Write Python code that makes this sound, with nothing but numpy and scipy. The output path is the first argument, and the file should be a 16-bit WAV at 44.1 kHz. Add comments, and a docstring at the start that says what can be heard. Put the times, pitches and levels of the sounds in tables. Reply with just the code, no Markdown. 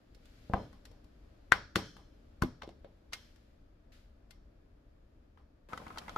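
"""A glass dish is set down on a cloth, its plastic latches are snapped open and the lid is lifted off.
Fingers shift damp slices of squash; at the end a thin plastic tray crackles closer by.
Contacts are a slip, a click and chatter, driving ringing modes and a broad crack; soft hiss and rubbing,
rustling and the quiet kitchen hum are banded noise. Narrow resonances of noise let the glass sing, and
the kitchen answers each contact with a short tail of decaying noise."""
import sys
import numpy as np
from scipy import signal
from scipy.fft import rfft, irfft
from scipy.io import wavfile

SR = 44100
rng = np.random.default_rng(int(sys.argv[2]) if len(sys.argv) > 2 else 0)


def unload_wav(signal):
    """Save mono or channel-first audio to the path in sys.argv[1] as 16-bit WAV at rate SR, clipped to [-1, 1]."""
    wavfile.write(
        sys.argv[1],
        SR,
        np.round(np.clip(np.atleast_2d(signal).T, -1, 1) * 32767).astype(np.int16),
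    )


N = 272097

BAND_EDGES_HZ = 20 * 2 ** np.arange(0, 10, .5)      # half octaves

# Ringing modes of dish, lid and table top.
# Each row: frequency in Hz, relative level in dB, time to fall by 60 dB in seconds.
DISH_MODES = [(50, -4.5, .12), (111.5, -3.5, 0.13), (176, -9, 0.02), (250, -4, 0.27), (339, 2.5, .07),
              (475, -8, 0.075), (558, -0.5, 0.067), (755, -11, .05), (1071, -2.5, 0.054), (1243, -6, 0.033),
              (1510, -3.5, 0.025), (1522.6, -5, 0.044), (1957, -3.5, 0.018), (2115, -8.5, 0.11),
              (2830, -5, 0.0067), (3030, -11, 0.034), (3530, -10.5, 0.024), (4410, -12, 0.034),
              (5520, -6, 0.016)]


def dish_blows():
    """Blows on dish and lid excite the modes of glass and table top, each with its own colour and chatter."""
    # Each row: start of the slip in seconds, level in dB, where it rings most in Hz, thud and tick in dB
    # against that ringing, fall above the tick in dB per octave, left minus right in dB,
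    # decay constant of the chatter in seconds, chatter level in dB, extra sent to the room in dB.
    blows = [(0.497, -41, 545, 1, -63, 17, 1.5, .006, -15, 7.5),
             (0.535, -23, 1065, -8, -54, 22, 5, 0.0056, -26, -9.5),
             (0.539, -24, 720, -10.5, -55, 38, -0.5, .006, -7, 3.5),
             (1.52, -8.5, 1500, -37, -17, 10, 7, .009, -19.5, -7),
             (1.757, -22.5, 1500, -14.5, -3.5, 6, 1.7, 0.0039, -9.5, 2),
             (1.764, -27, 324, -31, -3, 7, 2.5, 0.024, -19, -4.5),
             (1.768, -38.5, 636, -5.5, -4, 12, 6, .012, -14, 0),
             (2.421, -25, 1125, -3.5, -13.5, -1, 3.5, 0.0061, -10.5, -4),
             (2.434, -36, 370, -10, -14.5, -2, -7.5, 0.0037, -6, -4.5),
             (2.445, -45, 350, 5.5, -11, 21.5, 2.1, .005, -3, -13),
             (2.62, -42.5, 1000, -22, -5.5, 23, 4, 0.0031, -1, 3.5),
             (2.631, -49, 564, -11, -6, 20, 3, 0.0092, -0.5, -12),
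             (2.675, -44, 363, -26, -14, 18, 2, 0.0086, -18, 0),
             (2.69, -49, 680, -18, -5, 11, -1, 0.0077, -13, -12),
             (2.705, -61.5, 350, -17, -5, 19, 2.1, .0061, -5, 0),
             (2.845, -46.5, 540, -14.5, -15, 42, 2.5, 0.0054, -6.5, 1),
             (3.124, -53, 1220, -20.5, -3, 10, 5.5, 0.0094, -3.5, 2.5),
             (3.132, -43.5, 1620, -50, 12.5, 7, -0.5, 0.0078, -7, 4)]
    slopes = dict(thud_hz=200, below_db=23.5, above_db=16.5)
    return struck(blows, DISH_MODES, ring_db=-5.5, crack_db=7.5, spread_db=5.5, room_db=14.5, slopes=slopes)


def finger_ticks():
    """Fingers on lid and slices tick faintly, exciting the dish modes less than the blows do."""
    # Each row: start of the slip in seconds, level in dB, where it rings most in Hz,
    # tick in dB against that ringing, left minus right in dB.
    ticks = [(0.1472, -68, 503, 9, -2), (0.2548, -82, 410, 23, -2.1), (0.728, -59, 1250, -5, 2),
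             (0.853, -62, 1800, 12.5, 4.5), (0.9133, -60, 690, -7, 13), (1.043, -76, 1300, 10, 9.5),
             (1.9659, -53, 1200, -6, 6), (3.3599, -73.5, 1803, 8, 10), (4.3074, -65, 2000, 14, 6.5),
             (5.3733, -58.5, 1373, -22, 8.5)]
    thud_db, fall_db_per_oct, chatter_s, chatter_db = -16, 3, 0.0063, -7
    events = [(s, db, ring_hz, thud_db, tick_db, fall_db_per_oct, pan_db, chatter_s, chatter_db, 0)
              for s, db, ring_hz, tick_db, pan_db in ticks]
    slopes = dict(thud_hz=198, below_db=12.5, above_db=19.5)
    return struck(events, DISH_MODES, ring_db=-12, crack_db=5.1, spread_db=7.0, room_db=24.0, slopes=slopes)


def tray_crackles():
    """The thin tray buckles in snaps that excite its own modes."""
    # Each row: start of the slip in seconds, level in dB, where it rings most in Hz,
    # thud and tick in dB against that ringing.
    crackles = [(5.724, -42.5, 950, -34, -14), (5.732, -31, 1400, -7.5, -12), (5.775, -40.5, 1310, -13, 7),
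                (5.8, -41, 810, -3, -37), (5.818, -40, 750, -20, -36), (5.866, -36, 1200, -4.5, -45),
                (5.88, -50.5, 863, 1, 6), (5.903, -38.5, 1300, -19, -41), (5.959, -50, 1200, -22, -9),
                (5.973, -37, 1280, -17, -3), (5.983, -45.5, 1970, -12, 21.5), (6.017, -48, 1280, -5, -10),
                (6.081, -35.5, 1440, -51, -28), (6.093, -35.5, 1305, -45, 0.5),
                (6.161, -28.5, 920, -24, -13)]
    # Ringing modes of the tray.
    # Each row: frequency in Hz, relative level in dB, time to fall by 60 dB in seconds.
    tray_modes = [(500, -8, 0.079), (930, 1.5, 0.012), (1055, -12, 0.09), (1310, -5, 0.036),
                  (1480, -15, 0.06), (1990, -5.5, 0.017), (3200, -14, 0.017)]
    fall_db_per_oct, pan_db, chatter_s, chatter_db = 8, 1.1, .005, -5
    events = [(*row, fall_db_per_oct, pan_db, chatter_s, chatter_db, 0) for row in crackles]
    slopes = dict(thud_hz=302, below_db=17.5, above_db=19)
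    return struck(events, tray_modes, ring_db=-2.5, crack_db=-5.1, spread_db=5.5, room_db=8.0, slopes=slopes)


def struck(events, modes, ring_db, crack_db, spread_db, room_db, slopes):
    """Each contact is a slip, a click and dying chatter: a broad crack plus every mode, coloured by where
    it lands. Rows returned: left, right, and what spreads into the room."""
    slip_s = .0015      # the contact grows with this time constant before it lets go
    out = np.zeros((3, N + SR))
    t = np.arange(8192) / SR
    hz, mode_db, t60 = np.transpose(modes)[:, :, None]
    grid = np.maximum(np.arange(4097) * SR / 8192, 30)
    per_octave_db = 20 * np.log10(SR / 2 / grid)      # equal peak from every octave
    lead = SR // 100      # samples kept ahead of the click
    near = t[:SR // 16] - lead / SR      # time from the click
    for s, level_db, *landing, pan_db, chatter_s, chatter_db, far_db in events:
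        # the body: modes and crack
        held_hz = hz * (1 + .015 * rng.standard_normal(hz.shape))      # the grip detunes the modes
        rings = np.sin(2 * np.pi * held_hz * t) * from_db(-60 * t / np.maximum(t60, .003))
        rings_db = mode_db + ring_db + colour(hz, *landing, **slopes)
        rings_db = rings_db + spread_db * rng.standard_normal(hz.shape)
        grid_db = colour(grid, *landing, **slopes)
        crack = pulse(crack_db + per_octave_db + grid_db)
        body = np.sum(from_db(rings_db) * rings, axis=0) + crack
        # the contact that drives it
        grain = from_db(1.0 * rng.standard_normal(len(near)) - 13)
        mid, side = rng.standard_normal((2, len(near))) * grain
        shape = np.exp(np.minimum(near / slip_s, -near / max(chatter_s, 3e-4)))
        contact = from_db(chatter_db) * wide(mid, 0.86 * side) * shape
        # light touches do not move the heavy low modes
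        contact = signal.lfilter([1, -1], [1, -.93], contact)
        contact[:, lead] = -1      # the click
        sound = signal.fftconvolve(contact, body[None], axes=1) * panned(pan_db) * from_db(level_db)
        click_at = round((s + slip_s) * SR)
        at = click_at - lead
        out[:2, at:at + sound.shape[1]] += sound
        # all directions together: an evener colour
        spread = pulse(level_db + room_db + far_db + per_octave_db + 0.49 * grid_db)
        out[2, click_at:click_at + len(spread)] += spread
    return out[:, :N]


def colour(hz, ring_hz, thud_db, tick_db, top_db, thud_hz, below_db, above_db):
    """Share in dB that a contact gives each pitch: low thud, ringing region, hard tick (dB per octave slopes)."""
    def hill(top_hz, rise_db, fall_db):
        octaves = np.log2(hz / top_hz)
        return np.minimum(rise_db * octaves, -fall_db * octaves)

    thud = thud_db + hill(thud_hz, 3.0, above_db)
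    ringing = hill(ring_hz, below_db, above_db)
    tick = tick_db + hill(4000, 13.5, top_db)
    return 20 * np.log10(np.sum(from_db([thud, ringing, tick]), axis=0))


def hiss_and_rubbing():
    """Banded noise: a steady quiet hiss, soft rubbing swells, and noisy tails after some blows."""
    # Each row: start in seconds, rise in seconds, hold in seconds, level in dB, fade in dB per second.
    swells = [(0, 0.0057, 3.44, -82, 48), (0.142, 0.12, 0.37, -76, 36), (0.534, 0.021, .01, -91, 87),
              (2.62, 0.049, .01, -78, 300), (3.108, 0.03, 0.026, -65, 61.5),
              (3.918, 0.0028, 0.017, -66.5, 105)]
    # Each row: frequency in Hz, relative density in dB per Hz.
    noise_spectrum = [(710, -18.5), (1200, -14.5), (1410, -9), (1520, -1.5), (4110, -3.5), (5150, -7),
                      (9570, -21.5), (11400, -17), (15500, -24)]
    return swelling(swells) * banded_noise(noise_spectrum, patchy_db=1.7, grain_db=1.0)


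def glass_singing():
    """Trembling of the dish, heard only through the narrow resonances of its glass walls."""
    # Each row: start in seconds, rise in seconds, hold in seconds, level in dB, fade in dB per second.
    swells = [(.545, 0.012, 0.079, -67.5, 200), (1.765, .02, 0.072, -60.5, 86),
              (2.43, 0.025, 0.022, -75, 150), (3.14, 0.0092, .02, -63.5, 121)]
    # Resonances of the walls. Each row: frequency in Hz, width in Hz, relative level in dB.
    walls = [(3125, 40, 11.5), (3400, 55, 8), (4130, 50, 8.5), (5080, 76, 3), (5158, 17, 5.5),
             (5390, 40, 7), (6060, 12, 6.5), (6000, 45, -0.5)]
    trembling = wide(*rng.standard_normal((2, N)) * [[1], [.6]])
    ringing = 0
    for hz, width_hz, db in walls:
        resonance = peaked(trembling, hz, width_hz, 6) - trembling      # the resonance alone
        ringing = ringing + from_db(db) * resonance
    return swelling(swells) * rms_one(ringing)


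def tray_rustling():
    """The tray slides and rustles: coarse-grained banded noise along a level curve."""
    # Each row: time in seconds, level in dB.
    level_curve = [(5.688, -55), (5.74, -55.5), (5.99, -55), (6.05, -55), (6.17, -55.5)]
    # Each row: frequency in Hz, relative density in dB per Hz.
    rustle_spectrum = [(88, -28), (150, -8), (244, 1.5), (390, -35), (512, -8.5), (974, -9), (1280, -14),
                       (1710, -16), (3390, -25), (15800, -41)]
    return in_time(level_curve) * banded_noise(rustle_spectrum, patchy_db=.6, grain_db=3.5)


def room_hum():
    """Quiet room tone: mostly low banded noise along a level curve."""
    # Each row: time in seconds, level in dB.
    level_curve = [(0.0, -58), (2.75, -58.5), (2.87, -60), (5.67, -60.5), (5.91, -56), (6.17, -55.5)]
    # Each row: frequency in Hz, relative density in dB per Hz.
    hum_spectrum = [(12, -32), (20, -1), (61, -0.5), (163, -19.5), (240, -11), (398, -22.5), (470, -12.5),
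                    (676, -31), (1060, -30.5), (1150, -29), (2660, -41), (4520, -43.5), (9350, -59.5),
                    (11400, -58), (15900, -51.5)]
    return in_time(level_curve) * banded_noise(hum_spectrum, patchy_db=.6, grain_db=1.4)


def kitchen_tail(x):
    """Reflections build up over a few ms and die band by band."""
    # Each row: frequency in Hz, relative level in dB, time to fall by 60 dB in seconds.
    reflections = [(60, -33.5, .4), (251, -29.5, 0.58), (900, -18, 0.15), (1600, -31.5, 0.5),
                   (3140, -23.5, 0.16), (5340, -33, .6), (7440, -34.5, .35), (14000, -21.5, 0.13)]
    t = np.arange(int(.7 * SR)) / SR
    tail = 0
    for hz, noise in bands(rng.standard_normal((2, 2, len(t)))):
        t60 = max(at_hz(reflections, hz, axis=2), .05)
        tail = tail + noise * from_db(at_hz(reflections, hz) - 20 - 60 * t / t60)
    mid, side = tail * (1 - np.exp(-t / .006))
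    return signal.fftconvolve(x[None], wide(mid, 0.77 * side), axes=1)[:, :N]


def tail_colour(x):
    """Colour of the room tail: broad resonances in series, for all contacts."""
    # Each row: frequency in Hz, width in Hz, boost in dB.
    resonances = [(3250, 350, 8), (4400, 300, 4), (5450, 600, 9)]
    for hz, width_hz, db in resonances:
        x = peaked(x, hz, width_hz, db)
    return x


def banded_noise(spectrum, patchy_db, grain_db):
    """Stereo noise with a level and likeness per band; one slow drift moves all bands, grain makes it gritty."""
    # Each row: frequency in Hz, left-right likeness (1 alike, 0 unrelated; clipped to that range).
    likeness = [(60, 1), (180, 1.83), (550, -1), (1650, 0.02), (4970, -0.01), (15000, -3.6)]
    out, together = 0, drift(0.89)
    white = rng.standard_normal((2, 2, N)) * from_db(grain_db * rng.standard_normal(N))
    for hz, (mid, side) in bands(white):
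        alike = np.clip(at_hz(likeness, hz), 0, 1)
        gain = from_db(at_hz(spectrum, hz) + patchy_db * together)
        out = out + gain * (np.sqrt(1 + alike) * mid + np.sqrt(1 - alike) * side * [[1], [-1]])
    return rms_one(out)


def bands(white):
    """Half-octave slices of two-row noise with their centres in Hz; neighbours are unrelated."""
    for k, (low, high) in enumerate(zip(BAND_EDGES_HZ, BAND_EDGES_HZ[1:])):
        band_pass = signal.butter(2, [low, high], "band", fs=SR, output="sos")
        yield np.sqrt(low * high), signal.sosfilt(band_pass, white[k % 2])


def drift(rate_hz):
    """Slow random wander of unit rms: noise through two equal low-pass poles, at one step per 40 samples."""
    r = np.exp(-80 * np.pi * rate_hz / SR)
    noise = rng.standard_normal(N // 40 + 2002)
    slow = signal.lfilter([1], [1, -2 * r, r * r], noise)[2000:]      # settled part only
    return np.interp(np.arange(N) / 40, np.arange(len(slow)), rms_one(slow))


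def swelling(swells):
    """Gain along a run of swells: each rises, holds and fades."""
    t = np.arange(N) / SR
    gain = 0
    for s, rise, hold, db, fade in swells:
        onset = np.clip((t - s) / max(rise, 1e-3), 0, 1) ** 2
        gain = gain + onset * from_db(db - fade * np.maximum(t - s - rise - hold, 0))
    return gain


def peaked(x, hz, width_hz, db):
    """The sound with one resonance boosted by a two-pole band-pass."""
    r, w = np.exp(-np.pi * width_hz / SR), 2 * np.pi * hz / SR
    zeros = (1 - r * r) / 2 * np.array([1, 0, -1])
    resonance = signal.lfilter(zeros, [1, -2 * r * np.cos(w), r * r], x)
    return x + (from_db(db) - 1) * resonance


def pulse(db):
    """The shortest causal pulse with this spectrum (folded cepstrum)."""
    cepstrum = irfft(np.log(from_db(db)))
    cepstrum[1:len(db) - 1] *= 2
    cepstrum[len(db):] = 0
    return irfft(np.exp(rfft(cepstrum)))


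def wide(mid, side):
    """Left and right; close microphone ports differ mainly in the treble."""
    side = signal.lfilter([1, -1], [1, -.85], side)
    return np.array([mid + side, mid - side])


def panned(db):
    """Left and right gains for a level difference."""
    return from_db([[db / 2], [-db / 2]])


def in_time(rows):
    """Gain along a curve of seconds and dB, silent outside it."""
    s, db = np.transpose(rows)
    return from_db(np.interp(np.arange(N) / SR, s, db, left=-200, right=-200))


def at_hz(points, hz, axis=1):
    """A column of a frequency table, read on a log axis."""
    points = np.array(points)
    return np.interp(np.log(hz), np.log(points[:, 0]), points[:, axis])


def from_db(db):
    """Gain of a level in dB."""
    return 10 ** (np.asarray(db) / 20)


def rms_one(x):
    """Scaled to unit rms."""
    return x / np.sqrt(np.mean(x ** 2) + 1e-20)


def scene():
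    """Dish, fingers and tray in the kitchen, over hiss and rubbing, singing glass, rustling and room tone."""
    hits = dish_blows() + finger_ticks() + tray_crackles()
    # the hits carry no deep bass below about 60 Hz
    hits = signal.sosfilt(signal.butter(2, 60, "high", fs=SR, output="sos"), hits)
    tail = kitchen_tail(tail_colour(hits[2]))
    beds = hiss_and_rubbing() + glass_singing() + tray_rustling() + room_hum()
    return hits[:2] + tail + beds * panned(1.97)      # the beds lean left


def record(dry):
    """The microphone ports ring in the treble, the highest peaks are rounded, the top is cut."""
    ported = peaked(dry, hz=11370, width_hz=310, db=6.5)
    rounded = ported / (1 + np.abs(ported / .95) ** 6) ** (1 / 6)
    top_cut = signal.cheby2(12, 60, 16500, fs=SR, output="sos")      # 60 dB down from 16.5 kHz upwards
    return signal.sosfilt(top_cut, rounded)


dry = scene()
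out = record(dry)
unload_wav(out)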